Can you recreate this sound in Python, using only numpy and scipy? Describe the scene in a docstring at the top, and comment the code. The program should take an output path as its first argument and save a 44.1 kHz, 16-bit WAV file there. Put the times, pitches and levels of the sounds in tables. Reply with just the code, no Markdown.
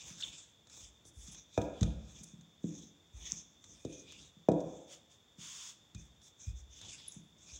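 """Close to a floured wooden table in a small, hard-walled kitchen, a wooden pin rolls out dough.
For the first four seconds palms swish over the turning pin, which rumbles, squeaks and knocks on the
top when it runs off the dough. At about 4.5 s the pin is put down; the dough is turned over, hissing
across the flour, and smoothed with the fingers. Near 6.7 s the rolling starts again.
The walls ring after every blow, and a quiet hiss lies under it all."""
import sys
import numpy as np
from scipy import signal
from scipy.fft import rfft, irfft, next_fast_len
from scipy.io import wavfile
from scipy.ndimage import uniform_filter1d

SR = 44100
rng = np.random.default_rng(int(sys.argv[2]) if len(sys.argv) > 2 else 0)


def dump_mix(stems):
    """Bounce the given channels to the path in sys.argv[1] as a 16-bit WAV at rate SR."""
    frames = np.atleast_2d(stems).T  # one column per channel
    limited = np.clip(frames, -1, 1)  # hard clip at full scale
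    pcm = np.round(limited * 32767).astype(np.int16)
    wavfile.write(sys.argv[1], SR, pcm)


N = 334719
TIME = np.arange(N) / SR


def from_db(db):
    """Decibels to gain."""
    return 10 ** (np.asarray(db) / 20)


def unit_rms(x):
    """Scale to an rms of 1."""
    return x / np.sqrt(np.mean(x ** 2) + 1e-20)


def at_hz(points, hz):
    """Read a table on a log-frequency axis."""
    known_hz, values = np.transpose(points)
    return np.interp(np.log(np.maximum(hz, 1)), np.log(known_hz), values)


def coloured(x, colour):
    """Give a steady excitation a spectrum; rms 1."""
    size = next_fast_len(N)
    gain = from_db(at_hz(colour, np.fft.rfftfreq(size, 1 / SR)))
    return unit_rms(irfft(rfft(x, size) * gain, size)[:N])


def filtered(x, order, hz, kind):
    """Butterworth low, high or band pass."""
    return signal.sosfilt(signal.butter(order, hz, kind, fs=SR, output="sos"), x)


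def drift(per_s):
    """Glide between random values, `per_s` of them a second; rms 1."""
    return unit_rms(np.interp(TIME * per_s, np.arange(N), rng.standard_normal(N)))


def grains(per_s, spread_db):
    """Tiny slips at random moments, a few much larger than the rest."""
    sizes = from_db(spread_db * np.minimum(rng.exponential(1, N), 5))
    return (rng.random(N) < per_s / SR) * sizes * rng.choice([-1, 1], N)


def swell(start, length):
    """A rounded rise and fall of height 1."""
    return np.sin(np.pi * np.clip((TIME - start) / length, 0, 1))


def swells(rows):
    """An envelope with one swell for each row."""
    return sum(from_db(db) * swell(start, length) for start, length, db in rows)


def resonate(force, modes):
    """Resonances in parallel; a blow starts them all in step."""
    out = np.zeros(N)
    for hz, width, db in modes:
        radius = np.exp(-np.pi * width / SR)
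        poles = [1, -2 * radius * np.cos(2 * np.pi * hz / SR), radius ** 2]
        out += from_db(db) * (1 - radius ** 2) / 2 * signal.lfilter([1, 0, -1], poles, force + 1e-18)
    return out


# The kitchen with nothing moving. Each row: frequency in Hz, level in dB.
ROOM_TONE_COLOUR = [(25, -15), (80, 7), (250, 0), (600, -6), (1500, -12.5), (3100, -13.5), (3380, 0.5),
                    (3600, 5), (3880, -19.5), (7200, -10.5), (8500, -29), (13500, -30.5), (15500, -24)]

def room_tone():
    """A quiet, steady hiss with some low rumble, behind everything."""
    return from_db(-67) * coloured(rng.standard_normal(N), ROOM_TONE_COLOUR)


# The hard walls all round. Each row: frequency in Hz, seconds to die away by 60 dB.
KITCHEN_DECAY = [(60, 1), (200, 0.53), (500, 0.74), (1200, 0.92), (4000, 0.83), (12000, 0.2)]

def kitchen(x, gap_s, low_hz):
    """Dense wall reflections reach the microphone after a gap, each band dying at its own rate."""
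    t, response = TIME[:SR], 0
    onset = np.clip(t / gap_s - 1, 0, 1)
    edges = np.geomspace(low_hz, 16000, 9)
    for low, high in zip(edges, edges[1:]):
        decay_s = at_hz(KITCHEN_DECAY, np.sqrt(low * high))
        band = filtered(rng.standard_normal(SR), 2, [low, high], "band")
        band *= from_db(-60 * t / decay_s) * onset
        response += band * np.sqrt(2 * (high - low) / SR / np.sum(band ** 2))   # unit gain in the band
    return signal.fftconvolve(x, response)[:N]


# The counter front and the wall, a step from the table. Each row: delay in seconds, level in dB.
NEAR_SURFACES = [(.0046, -10.5), (.0082, -10.5)]

def first_echoes(x):
    """Each nearby surface sends one weaker, delayed copy to the microphone."""
    return sum(from_db(db) * np.interp(TIME - delay, TIME, x, left=0) for delay, db in NEAR_SURFACES)


# Tacky dough leaving the pin. Each row: start in seconds, length in seconds, level in dB.
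DOUGH_PEELS = [(1.043, 0.068, -61), (1.124, 0.21, -62.5), (1.31, 0.036, -56.5), (2.23, 0.018, -51),
               (6.214, 0.067, -70)]
# Its fizz from close by. Each row: frequency in Hz, level in dB.
PEEL_COLOUR = [(2000, -49), (6000, 11.5), (8500, 4.5), (11000, -1.5), (12500, -21), (15500, -10)]

def peels():
    """Threads of dough let go in a fine, bright fizz."""
    return swells(DOUGH_PEELS) * coloured(rng.standard_normal(N), PEEL_COLOUR)


# The pin skidding on bare wood. Each row: start in seconds, length in seconds, level in dB.
PIN_SKIDS = [(1.505, 0.14, -74), (3.768, 0.33, -70.5), (4.05, .1, -63), (5.94, 0.089, -70),
             (6.416, 0.13, -70)]
# Its thin singing. Each row: frequency in Hz, width in Hz, gain in dB for each pass of the filter.
SKID_MODES = [(2470, 120, 0), (4900, 300, -8)]

def skids():
    """Friction keeps a narrow resonance of the pin going, with a faint overtone."""
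    ring = resonate(rng.standard_normal(N), SKID_MODES)
    narrowed = resonate(ring, SKID_MODES)
    return swells(PIN_SKIDS) * unit_rms(narrowed)


# Skin and grit on the wood, and the pin's far end touching down near 4.6 s. Each row: start in seconds, level
# in dB.
DRY_TICKS = [(.671, -56), (.698, -52), (1.347, -49), (1.616, -43.5), (1.81, -38), (2.233, -57), (2.41, -58),
             (3.641, -50.5), (4.122, -48), (4.517, -47), (4.604, -51), (5.948, -47.5), (6.216, -57),
             (6.814, -46)]
# Their snap from close by. Each row: frequency in Hz, level in dB.
TICK_COLOUR = [(500, -12.5), (1500, -1), (2000, -3), (2450, -18.5), (2900, -10), (3600, 11), (4500, -11),
               (6300, 9), (8000, -4), (10000, -24.5), (13000, -36.5), (15500, -23.5)]

def ticks(t60_s):
    """Each tick, and the crack of each knock of the pin, is a sharp burst that dies at once."""
    cracks = [(start, crack_db) for start, *_, crack_db in PIN_KNOCKS]
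    envelope = np.zeros(N)
    for start, db in list(DRY_TICKS) + cracks:
        fall_db = 60 * np.clip((TIME - start) / t60_s, 0, 3)
        envelope += from_db(db - fall_db) * (TIME >= start)
    return envelope * coloured(rng.standard_normal(N), TICK_COLOUR)


# Skin slipping on the pin. Each row: start and length in seconds, first and last pitch in Hz, peak in dB.
SKIN_SQUEAKS = [(0.219, .014, 5620, 2180, -36), (.231, .015, 3854, 3145, -30.5),
                (.243, 0.011, 3470, 3100, -42), (3.320, .0014, 6600, 6100, -18),
                (7.078, .011, 10750, 9750, -37), (7.12, .006, 8040, 5700, -44.5),
                (7.141, 0.0075, 10500, 6570, -52.5)]

def squeaks(waver):
    """Stick-slip slows as the skin comes to rest, so every squeak falls in pitch."""
    out = np.zeros(N)
    wobble = 1 + waver * drift(per_s=2700)
    for start, length, first_hz, last_hz, db in SKIN_SQUEAKS:
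        at, size = round(start * SR), round(length * SR)
        pitch_hz = np.geomspace(first_hz, last_hz, size) * wobble[at:at + size]
        phase = 2 * np.pi * np.cumsum(pitch_hz) / SR
        out[at:at + size] += from_db(db) * np.hanning(size) * np.sin(phase)
    return out


# Dough dragged across the table. Each row: start in seconds, seconds in motion, level in dB.
DOUGH_SLIDES = [(4.868, 0.07, -52.5), (5.09, 0.031, -58), (5.371, .33, -50)]
# Its hiss on the flour. Each row: frequency in Hz, level in dB.
SLIDE_COLOUR = [(410, -51), (700, -21), (818, -27), (968, -11), (1830, -14), (2870, -7.5), (3490, 2),
                (3970, -12), (6760, 0.5), (11200, -30), (13600, -33), (15500, -23)]

def slides(attack_s, release_s):
    """Soft dough glides evenly over the flour: the hiss builds, holds while it moves, and dies."""
    envelope = np.zeros(N)
    for start, length, db in DOUGH_SLIDES:
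        rise = np.clip((TIME - start) / attack_s, 0, 1)
        fall = np.exp(-np.maximum(TIME - start - length, 0) / release_s)
        envelope += from_db(db) * rise * fall
    return envelope * coloured(grains(per_s=16000, spread_db=2.0), SLIDE_COLOUR)


# The wood in front of the microphone: table top, legs and frame, and the pin itself.
# Each row: frequency in Hz, width in Hz, level in dB.
TOP_RESONANCES = [(122.4, 35, -14), (161.6, 35, 4), (195.4, 8.1, -8), (210.4, 11, 1), (283.4, 42, 0),
                  (320.4, 27.3, 0), (402, 61, -4.5), (480, 8.7, -6.5), (530.3, 3, -10.5), (512, 67, 0),
                  (606, 22, -5), (735, 14, -7.5), (957, 19, -9.5)]
FRAME_RESONANCES = [(55, 3.8, -2), (68.25, 3.9, 2), (98, 36, -3)]
PIN_RESONANCES = [(1264, 89, -14), (1416, 81, -13), (1643, 75, -5.5), (2450, 100, 7.5)]

def wood(on_top, on_frame, on_pin=None):
    """Each wooden part rings in its own modes under the force it is given."""
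    table = resonate(on_top, TOP_RESONANCES) + resonate(on_frame, FRAME_RESONANCES)
    return table if on_pin is None else table + resonate(on_pin, PIN_RESONANCES)


# The bare pin striking the table; the looser the grip, the more it rings.
# Each row: start in seconds, top level in dB, contact in ms, frame level in dB, lowest flexing of the
# top at that spot in Hz, pin ring in dB, seconds until the rebound, crack in dB.
PIN_KNOCKS = [(1.052, -14.5, 2.2, -5.5, 130, -11, .02, -57), (1.577, 19, 1.06, 24.5, 172, 25, .0102, -41.5),
              (1.83, 3, 0.84, -10, 290, 7, 0.045, -34), (2.64, 17.5, 3.5, -2, 147, 11, 0.0099, -59.5),
              (3.849, 12, 2.3, 11.5, 240, 11.5, .007, -47), (4.486, 25.5, 1.33, 14, 156, 24, .03, -43)]
# The pin dropping over an edge of the dough, or rocking on wood. Each row: start in seconds, level in dB.
PIN_BUMPS = [(0.105, 0.5), (1.28, 0), (2.207, 1), (2.333, 3), (2.385, -1.5), (3.322, 2.5), (4.366, -4),
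             (4.66, 4.5), (5.382, 0), (7.162, 5)]
# Weight landing on the dough. Each row: start in seconds, frame level in dB, contact in ms.
DOUGH_THUDS = [(0.817, 8.5, 11.6), (1.161, 17.5, 13.3), (1.814, 36.5, 5.15), (3.135, 20, 13.4),
               (5.948, 16.5, 5.6), (6.467, 28.5, 10.3), (7.518, 14.5, 13.7)]

def contacts(loss_db=7.5, softening=1.55):
    """Knocks with a weaker, softer rebound, then bumps, then thuds that mostly shake the frame."""
    # Each contact: start in seconds, top in dB, contact in ms, frame in dB, lowest Hz, pin in dB.
    for start, top_db, contact_ms, frame_db, lowest_hz, pin_db, gap_s, _ in PIN_KNOCKS:
        yield start, top_db, contact_ms, frame_db, lowest_hz, pin_db
        yield (start + gap_s, top_db - loss_db, contact_ms * softening,
               frame_db - loss_db, lowest_hz, pin_db - loss_db)
    for start, db in PIN_BUMPS:
        yield start, db, 4.97, db - 8, 148, db
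    for start, db, contact_ms in DOUGH_THUDS:
        yield start, db - 9, contact_ms, db, 97.3, db - 9


# Where bending waves in the table lag most. The row: frequency in Hz, width in Hz, gain in dB.
BENDING_LAG = [(420, 330, 0)]

def table_blows():
    """Bare wood gives a short blow that also rings the pin; dough cushions it to a thud in the frame."""
    forces, size = np.zeros((3, N + SR)), SR // 8
    for start, top_db, contact_ms, frame_db, lowest_hz, pin_db in contacts():
        push = filtered(signal.unit_impulse(size), 4, 1000 / contact_ms, "low")
        flex = filtered(push, 3, lowest_hz, "high")
        at = round(start * SR)
        forces[:, at:at + size] += [from_db(top_db) * flex, from_db(frame_db) * push,
                                    from_db(pin_db) * flex]
    struck = wood(*forces[:, :N])
    return struck - 2 * resonate(struck, BENDING_LAG)   # all-pass: slow bending waves spread the blow


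# Passes of the pin under the palms, out and back across the table.
# Each row: start in seconds, length in seconds, fine swish in dB, broad rub of the flat hand in dB.
PIN_PASSES = [(-.2, 0.75, -55, -55.5), (0.676, 0.24, -54.5, -62), (1.174, 0.27, -55, -63),
              (1.471, 0.25, -63, -67.5), (1.701, 0.29, -66, -61.5), (1.954, 0.43, -61.5, -68),
              (2.599, 0.32, -60, -70.5), (3.12, 0.34, -53, -59.5), (3.6, 0.32, -64.5, -78),
              (3.847, 0.21, -62, -67.5), (3.99, .34, -66, -60), (6.677, 0.49, -60, -56),
              (7.363, .34, -58.5, -64)]
# Fingers lightly over pin or dough. Each row: start in seconds, length in seconds, level in dB.
FINGER_BRUSHES = [(4.46, 0.49, -67), (5.94, 0.16, -62.5), (6.213, 0.11, -62), (6.373, 0.16, -56.5),
                  (6.55, .08, -61.5), (7.089, 0.14, -61.5)]

def hand_effort(ease_s):
    """Gains of swish, rub and rumble: each pass speeds up and slows down; a light brush only swishes."""
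    swish, rub, load = np.zeros((3, N))
    for start, length, swish_db, rub_db in PIN_PASSES:
        speed = swell(start, length)
        swish += from_db(swish_db) * speed ** 1.08
        rub += from_db(rub_db) * speed ** 1.6
        load += from_db(-68) * speed   # the arms lean on the pin alike in every pass
    swish += swells(FINGER_BRUSHES)
    return uniform_filter1d([swish, rub, load], round(ease_s * SR))   # arms change speed gradually


def shifting_contact(x, depth_db, per_s):
    """Skin and flour keep changing their contact, so each band of the friction wanders on its own."""
    size, centres = next_fast_len(N), np.geomspace(1000, 12000, 12)
    spectrum, hz = rfft(x, size), np.fft.rfftfreq(size, 1 / SR)
    out = np.zeros(N)
    for share in np.eye(len(centres)):
        band = irfft(spectrum * np.interp(hz, centres, share), size)[:N]
        out += band * from_db(depth_db * drift(per_s))
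    return out


# Palms on the pin from close by: fine swish and broad rub. Each row: frequency in Hz, level in dB.
SWISH_COLOUR = [(600, -16.5), (1000, -15.5), (2100, -20), (2450, -7.5), (2900, -23), (3500, -5),
                (4400, -26.5), (5400, -5.5), (6400, 3), (7400, -3.5), (9000, -21), (11000, -39),
                (13500, -35.5), (15300, -28)]
RUB_COLOUR = [(500, -34.5), (1000, -13), (2000, -8), (2700, 0.5), (3150, 2.5), (3500, 12.5), (4200, -4),
              (5200, 1.5), (6500, -2.5), (8500, -12), (10500, -19.5), (13500, -42), (15300, -29)]

def rolling_pin(frame_db, cushion_hz, judder_db):
    """Floury skin slides on the pin in countless tiny slips; the pin rumbles through the dough."""
    swish_gain, rub_gain, load = hand_effort(ease_s=0.026)
    swish = swish_gain * coloured(grains(per_s=13000, spread_db=3.0), SWISH_COLOUR)
    rub = rub_gain * coloured(grains(per_s=6400, spread_db=3.0), RUB_COLOUR)
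    cushioned = filtered(rng.standard_normal(N), 2, cushion_hz, "low")
    rumble = load * unit_rms(wood(cushioned, from_db(frame_db) * cushioned))
    judder = from_db(judder_db * drift(per_s=57))
    return shifting_contact((swish + rub) * judder + rumble, depth_db=4.0, per_s=18)


def scene():
    """One microphone by the table: hands and wood up close, the kitchen ringing behind them."""
    blows = table_blows()
    small_sounds = ticks(t60_s=0.035) + peels() + slides(attack_s=0.065, release_s=0.025)
    small_sounds += squeaks(waver=0.04) + skids()
    rolling = rolling_pin(frame_db=7.5, cushion_hz=228.3, judder_db=1.63)
    to_walls = from_db(-2.5) * blows + from_db(-14) * small_sounds + from_db(-13) * rolling
    walls = first_echoes(blows) + kitchen(to_walls, gap_s=0.0029, low_hz=127)
    return (room_tone() + walls + small_sounds + blows + rolling)[None]


def record(dry):
    """The microphone loses the deepest bass; the highest treble is cut steeply."""
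    thinned = filtered(dry, 8, 48, "high")
    treble_cut = signal.ellip(12, 0.1, 80, 15800, fs=SR, output="sos")
    return signal.sosfilt(treble_cut, thinned)


dry = scene()
out = record(dry)
dump_mix(out)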